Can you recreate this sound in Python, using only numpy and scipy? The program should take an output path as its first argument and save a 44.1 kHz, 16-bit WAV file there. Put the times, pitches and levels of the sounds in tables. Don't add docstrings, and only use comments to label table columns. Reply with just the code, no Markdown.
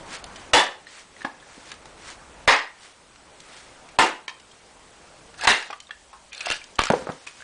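import sys
import numpy as np
from scipy import signal
from scipy.fft import rfft, irfft
from scipy.io import wavfile
from scipy.ndimage import uniform_filter1d, minimum_filter1d

SR = 44100
rng = np.random.default_rng(int(sys.argv[2]) if len(sys.argv) > 2 else 0)


def unload_audio(sound):
    columns = np.transpose(np.atleast_2d(sound))
    steps = np.round(np.clip(columns, -1, 1) * 32767)
    wavfile.write(sys.argv[1], SR, steps.astype(np.int16))


def undo_db(level):
    steps = np.asarray(level, float) / 20
    return 10 ** steps


N = 327663


def evened(x):
    return x / np.sqrt(np.mean(x ** 2) + 1e-20)


def read(points, hz):
    f, value = np.transpose(points)
    return np.interp(np.log(hz + 1), np.log(f + 1), value)


def add(mix, start_s, sound):
    part = mix[round(start_s * SR):][:len(sound)]
    part += sound[:len(part)]


def colour(x, spectrum):
    gain = undo_db(read(spectrum, np.fft.rfftfreq(len(x), 1 / SR)))
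    return irfft(rfft(x) * gain, len(x))


def band(x, lo_hz, hi_hz):
    sos = signal.butter(2, [lo_hz, min(hi_hz, .45 * SR)], "band", fs=SR, output="sos")
    return signal.sosfilt(sos, x)


def resonate(x, hz, width_hz):
    turn = np.exp(2j * np.pi * hz * np.arange(len(x)) / SR)
    r = np.exp(-np.pi * width_hz / SR)
    return 2 * (turn * signal.lfilter([1 - r], [1, -r], x / turn)).real


def ring(hz, t60_s, t):
    contact = 1 - np.exp(-t * hz * 3.7)
    return -np.sin(2 * np.pi * hz * t) * undo_db(-60 * t / max(t60_s, .004)) * contact


def crackle(size, per_s, spread_db):
    big = undo_db(spread_db * np.minimum(rng.exponential(1, size), 4))
    return big * rng.choice([-1., 1.], size) * (rng.random(size) < per_s / SR)


def swell(climax_s, rise_s, fall_s):
    t = np.arange(-min(abs(rise_s), climax_s), abs(fall_s), 1 / SR)
    return climax_s + t[0], np.where(t < 0, t / rise_s, -t / fall_s)


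def smoothed(x, width_hz):
    z, t = rfft(x), np.arange(len(x)) / SR
    mean = np.sqrt(uniform_filter1d(abs(z) ** 2, size=int(width_hz * len(x) / SR)))
    return irfft(z * mean / (abs(z) + .1 * mean), len(x)) * np.exp(-(t / .08) ** 4)


def yard(x):
    # frequency in Hz, t60 in s.
    decay = [(100, 0.13), (300, 0.36), (800, 0.33), (2000, 0.33), (5000, 0.3), (10000, 0.25)]
    taps = np.zeros(SR // 2)
    at = np.arange(60, len(taps) - 10, 10)
    taps[at + rng.integers(0, 10, len(at))] = rng.choice([-1., 1.], len(at))
    hz, t, z = signal.stft(taps, SR, nperseg=256)
    tail = signal.istft(z * undo_db(-60 * t / read(decay, hz)[:, None]), SR, nperseg=256)[1]
    return signal.fftconvolve(x, tail / np.linalg.norm(tail))


def axe_blows():
    # start in s, strength in dB, block thump in dB, crunch length in s.
    blows = [
        (0.533, -16, -26, 0.022),
        (2.476, -15, -27, 0.015),
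        (3.987, -13, -22, 0.0065),
        (5.472, -16, -14.5, 0.01),
    ]
    # frequency in Hz, width in Hz, level in dB.
    log_modes = [
        [(818, 64, -2), (1150, 150, -14), (1790, 86, -34), (2900, 51, 8), (3460, 43, 10)],
        [(1030, 94, 3.5), (1870, 26, 4), (2050, 37, 2), (2750, 96, -19), (5130, 34, 4)],
        [(905, 38, 8), (1440, 59, -22), (2350, 14, -9), (2800, 110, 11.5), (3270, 24, -4)],
        [(930, 35, -31), (1700, 64, -12), (1830, 100, -17), (2760, 33, -6), (3790, 160, -3)],
    ]
    # frequency in Hz, density in dB per Hz.
    crunch_spectra = [
        [(35, -58), (60, -27), (158, -16.5), (812, -0.5), (1450, -8.5), (1840, 1.5), (2280, -8), (7950, -16),
         (10300, -21.5), (13400, -64), (22000, -120)],
        [(35, -62.5), (60, -30), (254, -17), (669, -4.5), (812, -4), (986, -5.5), (1960, -3.5), (5170, -15.5),
         (10300, -28), (13400, -64), (22000, -120)],
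        [(35, -67), (60, -38), (336, -5), (627, -11), (812, -2.5), (2010, -8), (2830, -13.5), (7790, -21),
         (10300, -26), (13400, -68), (22000, -120)],
        [(35, -44), (60, -11), (151, -20.5), (944, -4.5), (1050, -13.5), (2010, -2), (2330, -9.5),
         (9450, -18.5), (10300, -29), (13400, -67), (22000, -120)],
    ]
    out = np.zeros(N)
    t = np.arange(SR // 4) / SR
    for (start_s, db, thump_db, length_s), modes, spectrum in zip(blows, log_modes, crunch_spectra):
        burst = smoothed(crackle(len(t), 6000, 3.0) * np.exp(-t / length_s), width_hz=3400)
        crunch = evened(colour(burst, spectrum))
        log_ring = sum(undo_db(d) * resonate(crunch, hz, width_hz + 150) for hz, width_hz, d in modes)
        crunch += 0.4 * evened(log_ring)
        crunch *= np.sqrt(length_s * 2) * np.exp(-(t / .12) ** 4)
        sound = undo_db(db) * (crunch + undo_db(thump_db) * ring(176, 0.011, t))
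        add(out, start_s + 0.000964, undo_db(3.5) * sound)
        add(out, start_s + 0.000964, undo_db(10.0) * yard(sound))
    return out


def snaps():
    # start in s, peak in dB, push of air below 150 Hz in dB.
    rows = [(0.5347, -5, -39), (2.4766, -4, -36.5), (3.9875, -1, -38), (4.2797, -26, -80),
            (5.4712, -4, -39), (5.4853, -11, -60), (5.506, -15, -58), (0.5505, -3, -55), (2.4865, -11, -53),
            (6.9006, -14, -60), (6.502, -10.5, -49), (6.5124, -16, -52), (6.5191, -38, -63),
            (6.791, 4, -31), (6.8172, -10.5, -46), (6.8359, -13.5, -59), (6.8545, -22, -62)]
    out = np.zeros(N)
    t = np.arange(SR // 10) / SR
    crack = band(np.exp(-t / .0001), 350, 12600)
    push = t / 0.0019 * np.exp(1 - t / 0.0014)
    for start_s, db, push_db in rows:
        sound = -undo_db(db + 6.5) * crack / crack.max() - undo_db(push_db + 18.0) * push
        add(out, start_s + 0.001035, sound)
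    return out


def tears():
    # climax in s, level in dB, build-up in s, dying in s, treble in dB.
    rows = [
        (5.45, -21, 0.08, 0.062, -9),
        (6.522, -25, .21, 0.069, -9.5),
        (6.79, -14.5, .006, 0.062, -31),
        (6.858, -31.5, 0.11, 0.19, -6.5),
    ]
    # two splinter pitches of a tear in Hz, the first rung half as loud as the second.
    splinters = [(1750, 720), (2440, 1580), (1220, 790), (1400, 2900)]
    # frequency in Hz, density in dB per Hz.
    fibre = [
        [(88, -49), (150, -15), (477, -6), (611, -11), (713, -1), (1240, -4), (1690, 0), (6000, -13.5),
         (7800, -46), (13200, -120)],
        [(88, -48), (150, -25), (724, -6), (1000, -10), (1720, -4), (1890, -10), (2650, -3), (6000, -17.5),
         (7800, -44), (13200, -120)],
        [(88, -43), (150, -11), (548, -11), (1170, -2), (4270, -7), (4990, -18), (5470, -49), (6000, -20),
         (7800, -48), (13200, -120)],
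        [(88, -56), (150, -26), (315, -28), (986, -12), (1120, -8), (1380, 1), (1690, 3), (6000, -12),
         (7800, -46), (13200, -120)],
    ]
    depth_db, treble_share = 23, 0.55
    out = np.zeros(N)
    for (climax_s, db, rise_s, fall_s, treble_db), (low_hz, high_hz), spectrum in zip(rows, splinters, fibre):
        start_s, ramp = swell(climax_s, rise_s, fall_s)
        clicks = crackle(len(ramp), 4000, 2.1)
        clumps = undo_db(2 * evened(uniform_filter1d(rng.standard_normal(len(ramp)), size=350)))
        body = evened(colour(clicks, spectrum))
        body = evened(body + 0.5 * resonate(body, low_hz, 300) + resonate(body, high_hz, 300))
        fizz = evened(band(clicks, 3160, 9700)) * undo_db(treble_db - (1 - treble_share) * depth_db * ramp)
        soft_ends = np.clip(6.8 * (1 + ramp), 0, 1)
        add(out, start_s, undo_db(db - 5.5 + depth_db * ramp) * (body + fizz) * soft_ends * clumps)
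    return out


def knocks():
    # start in s, peak in dB, low ring in Hz, high ring in Hz, high ring in dB.
    rows = [
        (1.246, -18, 303, 845, -6.5),
        (1.577, -32.5, 278, 630, -7.5),
        (6.901, -2.5, 225, 980, -2),
        (6.935, -9.5, 517, 690, -1),
        (6.964, -25, 404, 880, -16),
        (7.02, -26, 264, 656, -2.5),
        (7.039, -53, 440, 730, -9),
        (7.069, -29, 468, 880, 7),
        (7.09, -16, 175, 803, -3),
        (7.098, -24, 456, 934, 2.5),
    ]
    t60_s = 0.026
    out = np.zeros(N)
    t = np.arange(SR // 5) / SR
    for start_s, db, low_hz, high_hz, high_db in rows:
        puff = evened(band(rng.standard_normal(len(t)), 150, 1030)) * np.exp(-t / 0.013)
        cluster = sum(ring(high_hz * k, 0.63 * t60_s, t) / k for k in (.68, 1, 1.42))
        sound = ring(low_hz, t60_s, t) + undo_db(high_db) * (0.97 * cluster + 0.27 * puff)
        sound = band(band(sound, 92, 7000), 0.41 * low_hz, 9000)
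        add(out, start_s + 0.000893, undo_db(db) * rng.choice([-1, 1]) * sound)
    return out


def ticks(rows, wide_db, t60_s, snap_s):
    out = np.zeros(N)
    t = np.arange(SR // 6) / SR
    for start_s, db, hz, snap_db in rows:
        noise = rng.standard_normal((2, len(t)))
        rough = evened(band(noise[0], hz / 1.6, hz * 2.2)) * undo_db(wide_db - 60 * t / t60_s)
        rough *= np.minimum(t / .001, 1)
        bright = evened(band(noise[1], 2300, 7900)) * np.exp(-t / snap_s) * np.minimum(t / 0.0005, 1)
        sound = undo_db(db) * (ring(hz, t60_s, t) + rough) + undo_db(snap_db) * bright
        add(out, start_s + 0.000975, sound)
    return out


def splinter_breaks():
    # start in s, peak in dB, ring in Hz, snap at 2.3 to 7.9 kHz in dB.
    rows = [(5.391, -37, 1480, -43), (5.41, -27, 2550, -33), (5.436, -26.5, 4260, -38),
            (6.3292, -32, 2480, -38), (6.347, -34, 3560, -38), (5.452, -18, 910, -32),
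            (5.449, -26, 2550, -36), (6.405, -23.5, 2570, -43), (6.458, -22.5, 2700, -46),
            (6.468, -19, 712, -38), (6.485, -25, 2120, -35), (6.511, -20.5, 1700, -18),
            (6.519, -17.5, 2800, -34), (6.64, -47, 4570, -34.5), (6.79, -10.5, 1220, -11),
            (6.802, -19, 1150, -39), (6.836, -23, 2410, -20), (6.854, -27, 1440, -22),
            (6.868, -22.5, 1380, -27.5), (6.882, -32, 2500, -30), (6.808, -27, 3500, -30),
            (6.846, -30, 3000, -33), (6.755, -46, 3000, -39)]
    return ticks(rows, wide_db=-1.9, t60_s=0.034, snap_s=0.0024)


def pings():
    # start in s, peak in dB, ring in Hz, snap at 2.3 to 7.9 kHz in dB.
    rows = [(0.24, -38, 760, -28), (0.868, -32.5, 1840, -61), (0.869, -47, 4120, -70),
            (1.164, -38, 1940, -62), (1.208, -35, 1760, -59), (1.217, -28, 1790, -59),
            (1.247, -17, 1680, -62), (1.314, -36, 780, -59), (1.425, -39.5, 1730, -55),
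            (3.402, -51, 1330, -37), (5.436, -19, 885, -36), (5.907, -22.5, 1750, -60),
            (5.908, -30.5, 3350, -70), (5.869, -42, 3660, -63), (6.378, -30, 4220, -42),
            (6.5, -16, 2686, -37), (6.615, -31.5, 2360, -51), (6.902, -9, 914, -27),
            (7.272, -26.5, 2500, -47), (7.404, -34, 1550, -60), (7.421, -34, 1650, -49)]
    return ticks(rows, wide_db=-14, t60_s=0.028, snap_s=0.0032)


def steel_rings():
    # start in s, peak in dB, mode in Hz, t60 in s.
    rows = [(4.2805, -32, 1040, .06), (4.2805, -28, 1800, .04), (4.2805, -33, 2400, .03),
            (4.2805, -30, 3800, 0.033), (4.2805, -26, 3180, 0.02), (4.2925, -32, 1800, .05),
            (4.2925, -39, 3800, 0.025), (5.908, -42, 2750, .08), (5.908, -41, 3380, .06),
            (5.42, -25.5, 1674, .07), (5.397, -32, 1400, 0.043), (5.5045, -17, 1600, .06),
            (5.52, -14.5, 2750, 0.044), (5.512, -16, 1900, .06), (5.54, -19, 2100, .05),
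            (6.411, -23, 2480, 0.035), (6.519, -14, 2750, .03), (.869, -45, 4150, .05)]
    out = np.zeros(N)
    t = np.arange(SR // 4) / SR
    for start_s, db, hz, t60_s in rows:
        add(out, start_s, undo_db(db) * ring(hz, t60_s, t))
    return out


def log_hums():
    # start in s, peak in dB, mode in Hz, t60 in s.
    rows = [
        (6.319, -41.5, 2500, .2),
        (6.329, -39, 2400, .12),
        (6.13, -40, 970, 0.14),
        (6.13, -45.5, 1330, .05),
        (1.249, -30.5, 845, 0.16),
        (1.249, -61, 2660, 0.1),
        (1.4, -48, 3340, 0.041),
        (4.29, -43, 980, 0.24),
        (5.476, -6, 1010, 0.064),
        (5.5, -30, 1880, 0.21),
    ]
    out = np.zeros(N)
    t = np.arange(SR // 4) / SR
    for start_s, db, hz, t60_s in rows:
        fuzz = evened(resonate(rng.standard_normal(len(t)), hz, 170))
        add(out, start_s, undo_db(db - 60 * t / t60_s) * fuzz * np.minimum(t / 0.00048, 1))
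    return out


def crumbs():
    # start in s, peak in dB, ring in Hz, snap at 2.3 to 7.9 kHz in dB.
    rows = [(0.358, -37, 3030, -51), (1.716, -35.5, 1635, -31.5), (1.855, -40, 760, -42),
            (3.157, -47.5, 1370, -49), (3.887, -44.5, 2240, -45), (4.279, -29, 2290, -38),
            (4.292, -36, 2520, -46), (1.247, -30, 1100, -48), (4.397, -46.5, 2900, -56),
            (4.513, -48.5, 3220, -58), (5.34, -47, 1790, -51), (5.624, -33, 1700, -35.5),
            (5.701, -30, 800, -53), (5.705, -36, 2440, -52), (5.727, -29.5, 1170, -58),
            (5.801, -41.5, 3050, -34.5), (5.891, -43, 1126, -62), (6.92, -40, 670, -26),
            (7.118, -44, 1005, -35.5)]
    return ticks(rows, wide_db=0, t60_s=0.046, snap_s=0.0032)


def scuffs():
    # climax in s, level in dB, build-up in s, dying in s.
    rows = [(0.001, -51, 0.00089, .12), (0.15, -34, 0.095, 0.06), (0.4, -48, 0.16, 0.22),
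            (0.89, -49.5, 0.041, 0.22), (1.0, -44.5, 0.23, 0.071), (1.238, -44.5, 0.12, 0.043),
            (1.522, -49.5, 0.17, 0.26), (1.724, -42, .17, 0.048), (1.86, -54, 0.028, 0.07),
            (2.11, -38.5, 0.14, 0.052), (2.85, -46, 0.13, 0.13), (3.57, -45.5, 0.28, 0.23),
            (5.57, -39.5, 0.14, 0.21), (6.95, -47.5, 0.11, 0.67), (7.27, -37.5, 0.0072, 0.053),
            (7.425, -47, 0.18, .004)]
    # frequency in Hz, density in dB per Hz.
    rub_spectrum = [(180, -34), (300, -11), (1310, -5), (2100, -3), (2660, -5.5), (4970, -8.5), (9560, -12),
                    (10400, -30), (13600, -63), (22000, -120)]
    out = np.zeros(N)
    for climax_s, db, rise_s, fall_s in rows:
        start_s, ramp = swell(climax_s, rise_s, fall_s)
        rub = evened(colour(crackle(len(ramp), 9000, 3.5), rub_spectrum))
        add(out, start_s, undo_db(db + 18.5 * ramp) * rub * signal.windows.tukey(len(ramp), .1))
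    return out


def slow_gain(t):
    # time in s, drop in dB.
    ducks = [
        (0.535, 17),
        (1.25, 1.5),
        (2.477, 16),
        (3.987, 10),
        (5.472, 11),
        (6.5, -3.5),
        (6.9, 0.5),
    ]
    recover_s, grab_db, grab_s = 0.89, 12, 0.027
    gain_db = np.zeros(np.shape(t))
    for start_s, drop_db in ducks:
        since_s = np.maximum(t - start_s, 0)
        dip = np.exp(-since_s / recover_s) + grab_db / 10 * np.exp(-since_s / grab_s)
        gain_db -= (t > start_s) * drop_db * dip
    return gain_db


def town():
    # frequency in Hz, density in dB per Hz.
    wash_spectrum = [(12, -46), (20, 3), (63, -7), (330, -5.5), (571, -4), (704, -5), (846, -4.5),
                     (1630, -8.5), (1860, -9.5), (8260, -14), (10400, -17), (13600, -61), (22000, -120)]
    # time in s, level in dB.
    traffic = [(0, -39.5), (1.5, -41), (3.5, -41.5), (5.2, -43.5), (7.43, -51.5)]
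    # swell centre in s, level in dB, half width in s.
    engine_swells = [
        (0.3, -59.5, 1),
        (2.3, -55, 0.55),
        (3.2, -61, 0.35),
        (5.1, -62, 0.97),
        (6.0, -60, 0.47),
        (6.951, -52, .1),
    ]
    hiss_db, hiss_share, drone_share = -50, 0.37, 1.3
    traffic_patch_db, hiss_patch_db = 1.5, .9

    frames, hz = N // 256 + 5, np.fft.rfftfreq(1024, 1 / SR)
    a, b, patches = rng.standard_normal((frames, 513, 3)).T
    patches = evened(uniform_filter1d(uniform_filter1d(patches, 10, 0), 10, 1))
    t = np.arange(frames) * 256 / SR
    gain_db = slow_gain(t)

    high = np.clip(np.log(hz / 1500 + 1e-9) / np.log(3.0), 0, 1)[:, None]
    traffic_lift_db = np.interp(t, *np.transpose(traffic)) + gain_db + 51
    hiss_lift_db = hiss_db + hiss_share * gain_db + 52.5
    lift_db = (1 - high) * traffic_lift_db + high * hiss_lift_db
    patch_db = traffic_patch_db + (hiss_patch_db - traffic_patch_db) * high
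    z = (a + 1j * b) * undo_db(read(wash_spectrum, hz)[:, None] + patch_db * patches)
    scale = undo_db(-53.0) / np.std(signal.istft(z, nperseg=1024, noverlap=768)[1])
    wash = scale * signal.istft(z * undo_db(lift_db), nperseg=1024, noverlap=768)[1][:N]

    noise = rng.standard_normal((2, N))
    drone = evened(resonate(resonate(noise[0], 51, 30), 51, 30))
    engine = sum(undo_db(db) * np.exp(-((t - s) / width_s) ** 2) for s, db, width_s in engine_swells)
    drone *= np.interp(np.arange(N) / SR, t, engine * undo_db(drone_share * gain_db))
    whine = undo_db(-67.5) * evened(resonate(noise[1], 8050, 120))
    return wash + drone + whine


def scene():
    wood = splinter_breaks() + pings() + crumbs() + knocks() + log_hums() + steel_rings() + tears()
    close = axe_blows() + scuffs() + snaps()
    return (close + wood + undo_db(-9.5) * yard(wood)[:N] + town())[None]


def thin_treble(x):
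    hz, t, z = signal.stft(x, SR, nperseg=256, noverlap=192)
    level_db = 10 * np.log10(np.mean(abs(z[6:]) ** 2, 0) + 1e-14)
    coming_db = -minimum_filter1d(-level_db, size=11, origin=-5) - level_db
    lowest_hz = 9000 * undo_db(-.62 * np.maximum(coming_db - 10.5, 0))
    gone = (hz[:, None] > lowest_hz) & (coming_db > 11)

    busy = uniform_filter1d(abs(np.gradient(uniform_filter1d(level_db, 8))), 40)
    chance = np.kron(rng.random((len(t) // 8 + 1, 33)).T, np.ones((4, 8)))[:len(hz), :len(t)]
    treble_db = 10 * np.log10(np.mean(abs(z[27:55]) ** 2, 0) + 1e-14)
    near_db = -minimum_filter1d(-treble_db, size=25)
    between = (near_db - treble_db > 5) & (near_db > treble_db.max() - 22)
    holes = (hz[:, None] > 4700) & (chance < .04 + .12 * busy + .4 * between)

    z *= 1 + undo_db(-12) * np.exp(2j * np.pi * rng.random(z.shape))
    kept = np.where(gone, undo_db(-12.0), np.where(holes, undo_db(-18), 1))
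    return signal.istft(z * kept, SR, nperseg=256, noverlap=192)[1][:N]


def spits():
    # time in s, peak in dB.
    rows = [
        (0.5505, -53),
        (2.4772, -53),
        (3.9883, -49),
        (5.4722, -70),
        (6.792, -60),
        (6.902, -72),
    ]
    t, out = np.arange(-200, 200) / SR, np.zeros(N)
    for peak_s, db in rows:
        burst = evened(band(rng.standard_normal(len(t)), 11500, 15000))
        add(out, peak_s + t[0], undo_db(db) * burst * np.exp(-(t / .0011) ** 2))
    return out


def low_pass(x):
    return signal.sosfilt(signal.butter(12, 15500, fs=SR, output="sos"), x)


def record(dry):
    power = signal.lfilter([.004], [1, -.996], dry[0] ** 2)
    power_db = 10 * np.log10(power + 1e-12)
    fall_db = np.arange(N) * 250 / SR
    over_db = np.maximum(np.maximum.accumulate(power_db + fall_db) - fall_db + 13.0, 0)
    held = dry[0] / undo_db(.75 * over_db)
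    ceiling = np.where(held > 0, .75, 1.1)
    held = band(ceiling * np.tanh(held / ceiling), 4.7, 11200)
    edge = signal.firwin(255, 10250, window=("kaiser", 9), fs=SR)
    limited = signal.oaconvolve(np.clip(thin_treble(held), -.9, .9), edge, "same") + spits()
    return low_pass(limited[None])


dry = scene()
out = record(dry)
unload_audio(out)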